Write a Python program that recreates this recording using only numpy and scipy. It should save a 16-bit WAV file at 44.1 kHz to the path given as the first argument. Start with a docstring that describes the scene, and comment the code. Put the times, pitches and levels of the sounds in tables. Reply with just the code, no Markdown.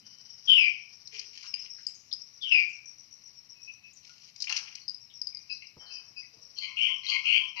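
"""A parakeet nibbles and calls: loud two-step chirps slide down, soft peeps follow, harsh squawks come last.
Its calls are trembling tones and a rattling voice in throat resonances; its beak ticks are short high tones.
The chilli it bites is a crackle of filtered grains and cracks, joined by faint narrow bursts of noise.
Insects trill in runs of fluttering pulses over a noise chorus. Calls, feeding sounds and insects echo in a
hard-walled corner; rumble, hiss, a faint whine and low knocks are dry. Bright sounds lie to the left."""
import sys
import numpy as np
from scipy import signal
from scipy.fft import rfft, irfft, next_fast_len
from scipy.io import wavfile
from scipy.ndimage import uniform_filter1d

SR = 44100
rng = np.random.default_rng(int(sys.argv[2]) if len(sys.argv) > 2 else 0)


def waveform_to_disk(signal):
    """Save audio, clipped to [-1, 1], as 16-bit WAV at the path in sys.argv[1]."""
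    frames = np.transpose(np.atleast_2d(signal))
    scaled = np.clip(frames, -1, 1) * 32767
    samples = np.round(scaled).astype(np.int16)
    wavfile.write(sys.argv[1], SR, samples)


N = 335160
T = np.arange(N) / SR

# Outdoor rumble, spectral shape: pitch_hz, relative_level_db_per_hz
RUMBLE_COLOUR = [(25, -3), (50, -6.5), (75, 1), (100, 10.5), (200, 3.5), (350, -4.5), (700, -8.5),
                 (1100, -5.5), (1600, -13.5), (2300, -1), (3100, -5), (3700, -31), (5000, -37.5)]
# Hiss and tiny snaps, spectral shape: pitch_hz, relative_level_db_per_hz
HISS_COLOUR = [(3000, -13), (4200, 8), (7000, -9), (8500, -20.5), (12000, -12.5), (15000, -26.5)]
# Insect chorus, level over time: time_s, level_db
CHORUS_LEVEL = [(0.0, -57.5), (1.7, -60.5), (1.9, -61.5), (3.3, -66), (4.3, -69.5), (4.55, -49.5),
                (5.04, -72.5), (5.27, -64), (6.3, -64.5), (7.2, -56.5), (7.6, -68.5)]
# Insect chorus, spectral shape: pitch_hz, relative_level_db_per_hz
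CHORUS_COLOUR = [(3600, -23), (4400, -13.5), (4900, 1.5), (5350, 2), (5800, 5.5), (6200, -13), (6800, -38),
                 (8000, -45)]
# Runs of evenly spaced insect pulses: first_pulse_s, last_pulse_s, nominal_peak_db, pitch_hz
TRILLS = [(0.174, 0.938, -52, 5516), (1.048, 1.289, -48.5, 5560), (1.471, 1.812, -40.5, 5430),
          (2.0773, 2.725, -50.5, 5660), (2.856, 3.617, -49.5, 5690), (3.714, 4.203, -54.5, 5810),
          (5.005, 6.182, -52.5, 5573), (6.416, 7.467, -56.5, 5610)]
# Dull knocks: start_s, envelope_peak_db
BUMPS = [(5.767, -53), (6.034, -72), (6.108, -69.5), (6.368, -62.5)]
# Dull knocks, spectral shape: pitch_hz, relative_level_db_per_hz
BUMP_COLOUR = [(40, -11), (90, 7.5), (250, 0), (600, -7.5), (1200, -11), (2500, -45)]
# Faint narrow bursts of noise, some alone, some within the chirp, crunch and peeps:
# start_s, envelope_peak_db, centre_hz, width_hz, decay_s
NOISE_BURSTS = [(0.01, -69, 228, 96, 0.083), (0.02, -72, 3026, 199, 0.44), (1.12, -71.5, 417, 85.4, 0.12),
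                (1.439, -57.5, 1360, 670, 0.034), (1.783, -60, 1780, 673, 0.022),
                (1.868, -54.5, 7400, 800, 0.011), (1.945, -59.5, 6370, 910, 0.069),
                (2.113, -46, 3940, 1290, 0.014), (2.42, -46.5, 4680, 1110, 0.016),
                (2.458, -68.5, 1564, 220, 0.16), (2.69, -67.5, 6800, 1220, 0.049),
                (3.932, -59.5, 6800, 1114, 0.016), (4.09, -63, 1405, 200, 0.027),
                (4.495, -51, 1260, 855, 0.077), (4.813, -53.5, 4440, 500, 0.031),
                (5.099, -60, 3280, 1000, 0.025), (5.324, -68, 2290, 404, 0.18),
                (5.501, -54.5, 4220, 487, 0.078), (5.621, -49.5, 2510, 696, 0.025),
                (5.809, -65.5, 1170, 1294, 0.19), (5.86, -53.5, 4400, 616, 0.072),
                (6.221, -60, 2170, 398, 0.032), (6.33, -72, 546, 293, 0.16)]
# Bites, each a short spell of crackle: start_s, length_s, wet_flesh_db, crisp_skin_db
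BITES = [(1.106, 0.12, -54, -54), (1.316, 0.14, -60.5, -54.5), (1.44, 0.028, -58, -49.5),
         (1.518, 0.15, -61.5, -63), (1.766, 0.14, -71.5, -60.5), (4.016, .28, -72, -62),
         (4.38, 0.044, -64, -47), (4.49, 0.092, -49, -45), (4.626, 0.15, -60.5, -70)]
# The loudest cracks of the chilli: start_s, skin_db, flesh_db
CRACKS = [(1.074, -39.5, -65), (1.1937, -31.5, -65), (1.3751, -39, -43), (1.5395, -57, -39),
          (1.6228, -50, -54), (4.0954, -50, -58), (4.361, -41, -55.5), (4.4033, -35, -63),
          (4.4223, -24.5, -51), (4.4416, -35, -47), (4.472, -49, -32.5), (4.4816, -52, -34.5),
          (4.4952, -27.5, -37), (4.499, -40, -28.5), (4.5249, -26.5, -25), (4.565, -28, -35.5),
          (4.5694, -30.5, -43), (4.5771, -31, -38), (4.7531, -34, -50.5)]
# Wet flesh, spectral shape: pitch_hz, relative_level_db_per_hz
FLESH_COLOUR = [(400, -47), (850, -14.5), (1500, -16), (1850, -3), (2300, 10), (3100, 7.5), (3600, -9),
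                (5000, -71.5)]
# Crisp skin, spectral shape: pitch_hz, relative_level_db_per_hz
SKIN_COLOUR = [(2500, -37), (3600, -2.5), (4300, 15), (5300, 18), (6200, 10.5), (7300, -9), (8500, -28),
               (10200, -18), (12000, -37), (15000, -52)]
# Sharp beak ticks: time_s, peak_db, pitch_hz
TICKS = [(1.5408, -21, 5000), (1.8673, -21.5, 5024), (2.1277, -22.5, 4986), (2.1354, -25, 5180),
         (4.8807, -27.5, 5140), (4.8864, -27.5, 4990), (4.8952, -26.5, 4880), (4.945, -31.5, 5080),
         (5.216, -23, 5110), (5.2709, -24, 4950), (5.348, -30.5, 5060), (5.3712, -32, 4850),
         (5.67, -38.5, 5100), (6.5861, -25.5, 4320), (7.0666, -29, 4000)]
# Soft closed-beak notes: start_s, length_s, pitch_hz, level_db, octave_relative_db
PEEPS = [(3.544, 0.083, 2590, -66.5, -21), (3.668, .035, 2600, -45.5, -38), (3.831, 0.05, 2610, -54, -38),
         (5.49, 0.036, 2605, -41, -7.5), (5.79, 0.21, 3120, -60, -15), (5.896, 0.097, 2620, -53, -3.5),
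         (6.157, 0.046, 2585, -49, -6)]
# Squawk syllables: start_s, length_s, pitch_hz, rise_hz, then one level_db per throat resonance, low to high
SQUAWKS = [ (6.553, 0.072, 1087, -2, -70, -67.5, -52.5, -48.5),
           (6.607, 0.0477, 1070, -22, -66, -35, -43, -45),
           (6.664, 0.056, 1054, -15.5, -64, -44.5, -70, -64.5),
           (6.755, .123, 1340, 241.5, -77, -28.5, -29, -61.5),
           (6.878, 0.0399, 1014, 39.5, -53, -41.5, -33.5, -70),
           (7.019, 0.048, 1014, 42, -87, -40.5, -44.5, -50), (7.068, .035, 1074, 1.5, -52, -60, -33, -34),
           (7.101, 0.0605, 1062, -20, -54.5, -25, -39, -41.5),
           (7.236, .14, 1307, 241.5, -64, -21.5, -27, -50.5),
           (7.392, .06, 1046, -20, -58.5, -61.5, -39.5, -81), (7.55, 0.044, 963, 10.5, -51, -34, -61, -50)]
# Throat resonances: centre_hz, width_hz, level_db
THROAT = [(1098, 570, -4.5), (2472, 573, -7.5), (2866, 638, -2.5), (4435, 760, 0.5)]
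# Chirp steps, one note each: start_s, length_s, first_hz, last_hz, bend (1 straight, more drops early),
# level_db, fade_over_note_db, octave_relative_db
CHIRPS = [(0.47, 0.096, 3380, 2959, 2.2, -19.5, 3.5, -15), (0.555, 0.12, 2961, 2352, 1.8, -22, 7, -17),
          (2.406, .09, 3715, 3005, 2.5, -37.5, 1, -18), (2.499, .13, 2859, 2348, 2.1, -19, 12.5, -14.5)]
# How much louder the left side is: pitch_hz, left_over_right_db
LEFT_DB = [(100, 1), (450, 0), (1300, 3), (2400, 14.5), (3300, 17), (5000, 16), (6500, 18.5), (9000, 8.5),
           (12000, 13)]

RUMBLE_DB, HISS_DB, WHINE_DB, WHINE_HZ = -74, -74, -84.5, 11891
PULSES_PER_S = 7.7  # approximate: each run holds a whole number of gaps
BITE_ATTACK_S, BITE_RELEASE_S = 0.03, 0.018
PEEP_ATTACK_S, PEEP_RELEASE_S, PEEP_FADE_DB, PEEP_SAG_HZ_PER_S = 0.019, 0.012, 1.5, 500
# the low resonance dies away last
SQUAWK_ATTACK_S, SQUAWK_RELEASE_S = 0.032, (0.046, 0.012, 0.013, 0.0091)
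CHIRP_ATTACK_S, CHIRP_RELEASE_S = 0.031, 0.019
ROOM_T60_S = 0.4
STOPBAND_EDGE_HZ = 16000
RIGHT_DELAY_SAMPLES = 8


def from_db(db):
    """Decibels to gain."""
    return 10 ** (np.asarray(db) / 20)


def rms_one(x):
    """Scale to unit power."""
    return x / np.sqrt(np.mean(x ** 2) + 1e-20)


def gain_at(points, size):
    """A spectrum table as gains on the frequency grid of a signal of this size, smooth in log pitch."""
    hz, db = np.transpose(points)
    grid_hz = np.arange(size // 2 + 1) * SR / size
    return from_db(np.interp(np.log(grid_hz + 1), np.log(hz), db))


def colour(x, points):
    """Filter by a spectrum table, keeping the power of white noise."""
    return irfft(rfft(x) * rms_one(gain_at(points, N)), N)


def noise(points):
    """Coloured noise of about unit power."""
    return colour(rng.standard_normal(N), points)


def highpass(x, hz):
    """A steep low cut."""
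    return signal.sosfilt(signal.butter(8, hz, "high", fs=SR, output="sos"), x)


def band(x, hz, width_hz):
    """A steep-sided resonance."""
    edges_hz = [max(hz - width_hz / 2, 30), hz + width_hz / 2]
    return signal.sosfilt(signal.butter(4, edges_hz, "band", fs=SR, output="sos"), x + 1e-18)


def band_noise(hz, width_hz):
    """Noise of unit power in one band."""
    return rms_one(band(rng.standard_normal(N), hz, width_hz))


def drift(rate_hz):
    """Random wandering up to a rate; spread 1."""
    lowpass = signal.butter(4, rate_hz, fs=SR, output="sos")
    # the first second lets the filter settle
    return rms_one(signal.sosfilt(lowpass, rng.standard_normal(N + SR))[SR:])


def bursts(times, levels_db, decay_s):
    """An envelope that jumps at each time and dies away."""
    kicks = np.zeros(N)
    kicks[(np.asarray(times) * SR).astype(int)] = from_db(levels_db)
    return signal.lfilter([1], [1, -np.exp(-1 / (decay_s * SR))], kicks + 1e-18)


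def progress(start_s, length_s):
    """Runs from zero to one during a note."""
    return np.clip((T - start_s) / max(length_s, 1e-3), 0, 1)


def envelope(start_s, length_s, attack_s, release_s):
    """A smooth attack, a hold to the end of the note, then a dying release."""
    rise = np.sin(np.pi / 2 * progress(start_s, attack_s)) ** 2
    return rise * np.exp(-np.clip((T - start_s - length_s) / release_s, 0, 20))


def background(apart=0.94):
    """Far rumble, hiss and a faint electric whine; the rumble is partly alike on the two sides."""
    shared = noise(RUMBLE_COLOUR)
    separate = np.array([noise(RUMBLE_COLOUR), noise(RUMBLE_COLOUR)])
    rumble = from_db(RUMBLE_DB) * (shared + apart * separate)
    hiss = from_db(HISS_DB) * np.array([noise(HISS_COLOUR), noise(HISS_COLOUR)])
    whine = from_db(WHINE_DB) * np.sin(2 * np.pi * WHINE_HZ * T)
    return rumble + hiss + whine


def insects(swell_s=0.014, fall_per_s=0.51, scatter=0.026, uneven_db=3.5, detune=0.01, flutter_db=4):
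    """Each trill pulse swells, flutters and sags in pitch, a little unlike the last, over a shimmering chorus."""
    chorus_s, chorus_db = np.transpose(CHORUS_LEVEL)
    shimmer = from_db(4.5 * drift(24))
    out = from_db(np.interp(T, chorus_s, chorus_db)) * shimmer * noise(CHORUS_COLOUR)
    waver = scatter * drift(300)
    flutter = rms_one(from_db(flutter_db * drift(110)))
    strength = from_db(uneven_db * drift(15))
    tuning = 1 + detune * drift(9.3)
    for first_s, last_s, db, hz in TRILLS:
        count = 1 + round(abs(last_s - first_s) * PULSES_PER_S)
        times = np.linspace(first_s, min(last_s, T[-1]), count)
        for at in (times * SR).astype(int):
            span = slice(at, at + SR // 5)
            age = T[span] - T[at]
            # the fall is a fraction of the run's pitch
            pitch_hz = hz * (tuning[at] - fall_per_s * (age - swell_s) + waver[span])
            swell = np.sqrt(age / swell_s * np.exp(1 - age / swell_s))
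            tone = np.sin(2 * np.pi * np.cumsum(pitch_hz) / SR)
            out[span] += from_db(db) * strength[at] * swell * flutter[span] * tone
    return out


def bumps():
    """Soft low knocks: dark noise that jumps up and dies away."""
    s, db = np.transpose(BUMPS)
    return bursts(s, db, decay_s=0.022) * noise(BUMP_COLOUR)


def noise_bursts():
    """Faint narrow bursts of noise that die away, each in a range of its own."""
    white = rng.standard_normal(N)
    out = 0
    for s, db, hz, width_hz, decay_s in NOISE_BURSTS:
        burst = band(bursts([s], [db], decay_s) * white, hz, width_hz)
        # make up the power lost outside the band
        out = out + burst * np.sqrt(SR / 2 / width_hz)
    return out


def crunch(grains_per_s=600, spread_db=1.0, clump_db=3, crack_s=0.0031, skin_snap_db=-35, beak_snap_db=-24):
    """Cells of the chilli burst in a fine, clumpy crackle, with single louder cracks."""
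    crack_times, skin_db, flesh_db = np.transpose(CRACKS)
    flesh, skin = np.zeros(N), np.zeros(N)
    for s, length_s, wet_db, crisp_db in BITES:
        bite = envelope(s, length_s, BITE_ATTACK_S, BITE_RELEASE_S)
        flesh += from_db(wet_db) * bite
        skin += from_db(crisp_db) * bite
    sizes = from_db(spread_db * np.minimum(rng.exponential(1, N), 4)) * rng.choice([-1, 1], N)
    clumps = from_db(clump_db * drift(55))
    grains = rms_one(sizes * clumps * (rng.random(N) < grains_per_s / SR))
    low = flesh * grains + bursts(crack_times, flesh_db, crack_s) * rng.standard_normal(N)
    high = skin * grains + bursts(crack_times, skin_db, crack_s) * rng.standard_normal(N)
    # each crack and beak tick also starts with a tiny wide-band snap
    tick_times, tick_db, _ = np.transpose(TICKS)
    snap = bursts(crack_times, skin_db + skin_snap_db, decay_s=0.00033)
    snap = snap + bursts(tick_times, tick_db + beak_snap_db, decay_s=0.00084)
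    snap = snap * rng.standard_normal(N)
    return colour(low, FLESH_COLOUR) + colour(high, SKIN_COLOUR) + colour(snap, HISS_COLOUR)


def ticks(length_s=0.0047, lead_s=0.001, scrape_db=-17, scrape_s=0.0015):
    """The beak's edges slip over each other: a short burst of a high tone with a brief scrape."""
    out = np.zeros(N)
    t = np.arange(int(length_s * SR)) / SR
    for s, db, hz in TICKS:
        at = int((s - lead_s) * SR)
        out[at:at + len(t)] += from_db(db) * np.hanning(len(t)) * np.sin(2 * np.pi * hz * t)
    times, peaks_db, _ = np.transpose(TICKS)
    scrape = bursts(times, peaks_db + scrape_db, scrape_s) * rng.standard_normal(N)
    return out + colour(scrape, SKIN_COLOUR)


def whistle(hz, loudness, octave_db, jitter, flutter, rasp_db, air_db, buzz_hz=470):
    """A syrinx note: a gliding, trembling tone; a buzz adds side tones; the beak rings with octave and air."""
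    phase = 2 * np.pi * np.cumsum(hz * (1 + jitter * drift(170))) / SR
    buzz = np.sin(2 * np.pi * np.cumsum(buzz_hz * (1 + 0.54 * drift(90))) / SR)
    tone = np.sin(phase) * (1 + flutter * drift(270) + from_db(rasp_db) * buzz)
    air = from_db(air_db) * band_noise(4930, 270)
    upper = from_db(octave_db) * (np.sin(2 * phase) + air)
    beak_ring = band(loudness * upper, 4980, 530)
    return np.sqrt(2) * (loudness * tone + beak_ring)


def peeps():
    """Quiet, airy syrinx notes that sag a little in pitch and level."""
    out = 0
    for s, length_s, start_hz, db, octave_db in PEEPS:
        done = progress(s, length_s)
        hz = start_hz - PEEP_SAG_HZ_PER_S * length_s * done
        loudness = from_db(db - PEEP_FADE_DB * done) * envelope(s, length_s, PEEP_ATTACK_S, PEEP_RELEASE_S)
        out = out + whistle(hz, loudness, octave_db, jitter=0.0091, flutter=0.17, rasp_db=-24, air_db=7.5)
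    return out


def syllables():
    """The pitch of the squawking voice and the effort that drives each throat resonance."""
    pitch_hz, efforts = SQUAWKS[0][2], np.zeros((len(THROAT), N))
    for s, length_s, hz, rise_hz, *levels_db in SQUAWKS:
        pitch_hz = np.where(T >= s, hz + rise_hz * progress(s, length_s), pitch_hz)
        for k, (db, release_s) in enumerate(zip(levels_db, SQUAWK_RELEASE_S)):
            efforts[k] += from_db(db) * envelope(s, length_s, SQUAWK_ATTACK_S, release_s)
    return pitch_hz, efforts


def squawks(rattle_hz=92, unevenness=0.24, jitter=0.01118, bend=0.0569, air_db=-9, edge_db=-19):
    """A shrill voice chopped by an uneven rattle: each puff bends the pitch and rings the throat."""
    pitch_hz, efforts = syllables()
    cycle = np.cumsum(rattle_hz * (1 + unevenness * drift(39.41))) / SR % 1
    puffs = 0.35 + np.exp(-3.5 * cycle)
    hz = pitch_hz * (1 + jitter * drift(294) + bend * np.cos(2 * np.pi * cycle))
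    phase = 2 * np.pi * np.cumsum(hz) / SR
    voice = rms_one(sum(np.cos(k * phase) for k in range(1, 7)))
    source = puffs * (voice + from_db(air_db) * band_noise(4010, 3570))
    out = 0
    for effort, (centre_hz, width_hz, db) in zip(efforts, THROAT):
        ringing = band(source, centre_hz, width_hz)
        # even out the slow level so that the effort alone sets it
        slow_level = np.sqrt(uniform_filter1d(ringing ** 2, SR // 40) + 1e-9)
        out = out + effort * from_db(db) * ringing / slow_level
    # effort in the upper two resonances adds a bright edge
    edge_effort = efforts[-1] + 0.12 * efforts[-2]
    return out + from_db(edge_db) * edge_effort * rms_one(band(source, 5800, 2000))


def chirps():
    """Loud open-beak notes fall and level off with a trace of rushing air; the throat passes little below."""
    notes = 0
    for s, length_s, first_hz, last_hz, bend, db, fade_db, octave_db in CHIRPS:
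        done = progress(s, length_s)
        hz = last_hz + (first_hz - last_hz) * (1 - done) ** bend
        loudness = from_db(db - fade_db * done) * envelope(s, length_s, CHIRP_ATTACK_S, CHIRP_RELEASE_S)
        notes = notes + whistle(hz, loudness, octave_db, jitter=0.022, flutter=0.37, rasp_db=-17.5, air_db=-16)
    push = uniform_filter1d(np.abs(notes), SR // 200)
    rush = from_db(-30.5) * push * band_noise(4800, 1900)
    return highpass(notes + rush, 1950)


def room(x, early_db, tail_db, early_s=0.01):
    """Direct sound, a cluster of close reflections and a diffuse tail, different on each side."""
    t = T[:SR]
    hits = rng.standard_normal((2, SR)) * (rng.random((2, SR)) < 1500 / SR)
    early = hits * np.exp(-t / early_s) * (t > 0.002)
    tail = rng.standard_normal((2, SR)) * from_db(-60 * t / ROOM_T60_S) * (1 - np.exp(-t / 0.0065))
    # unit energy, so the two levels are relative to the direct sound
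    echo = (from_db(early_db) * rms_one(early) + from_db(tail_db) * rms_one(tail)) / np.sqrt(SR)
    return x + signal.fftconvolve(x[None], echo, axes=1)[:, :N]


def microphones(x):
    """The right side is shaded in the treble and hears everything a little later."""
    size = next_fast_len(N + SR // 10)
    ratio = gain_at(LEFT_DB, size)
    late = np.exp(-2j * np.pi * np.arange(size // 2 + 1) * RIGHT_DELAY_SAMPLES / size)
    # hold the summed level of the sides steady, with a limit where they would cancel
    sides = np.array([ratio, late]) * 2 / np.abs(ratio + late).clip(1.5)
    return irfft(rfft(x, size) * sides, size)[:, :N]


def scene():
    """Insects, feeding sounds and calls echo in the corner; background and knocks are dry."""
    trill = room(insects(), early_db=-6, tail_db=-9)
    feeding = room(noise_bursts() + crunch() + ticks(), early_db=-4.0, tail_db=-8)
    whistled = room(peeps() + chirps(), early_db=-15, tail_db=-6)
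    harsh = room(squawks(), early_db=-3.5, tail_db=-2.5)
    return microphones(background() + bumps() + trill + feeding + whistled + harsh)


def record(dry):
    """A steep filter cuts the top."""
    return signal.sosfilt(signal.cheby2(14, 60, STOPBAND_EDGE_HZ, fs=SR, output="sos"), dry)


dry = scene()
out = record(dry)
waveform_to_disk(out)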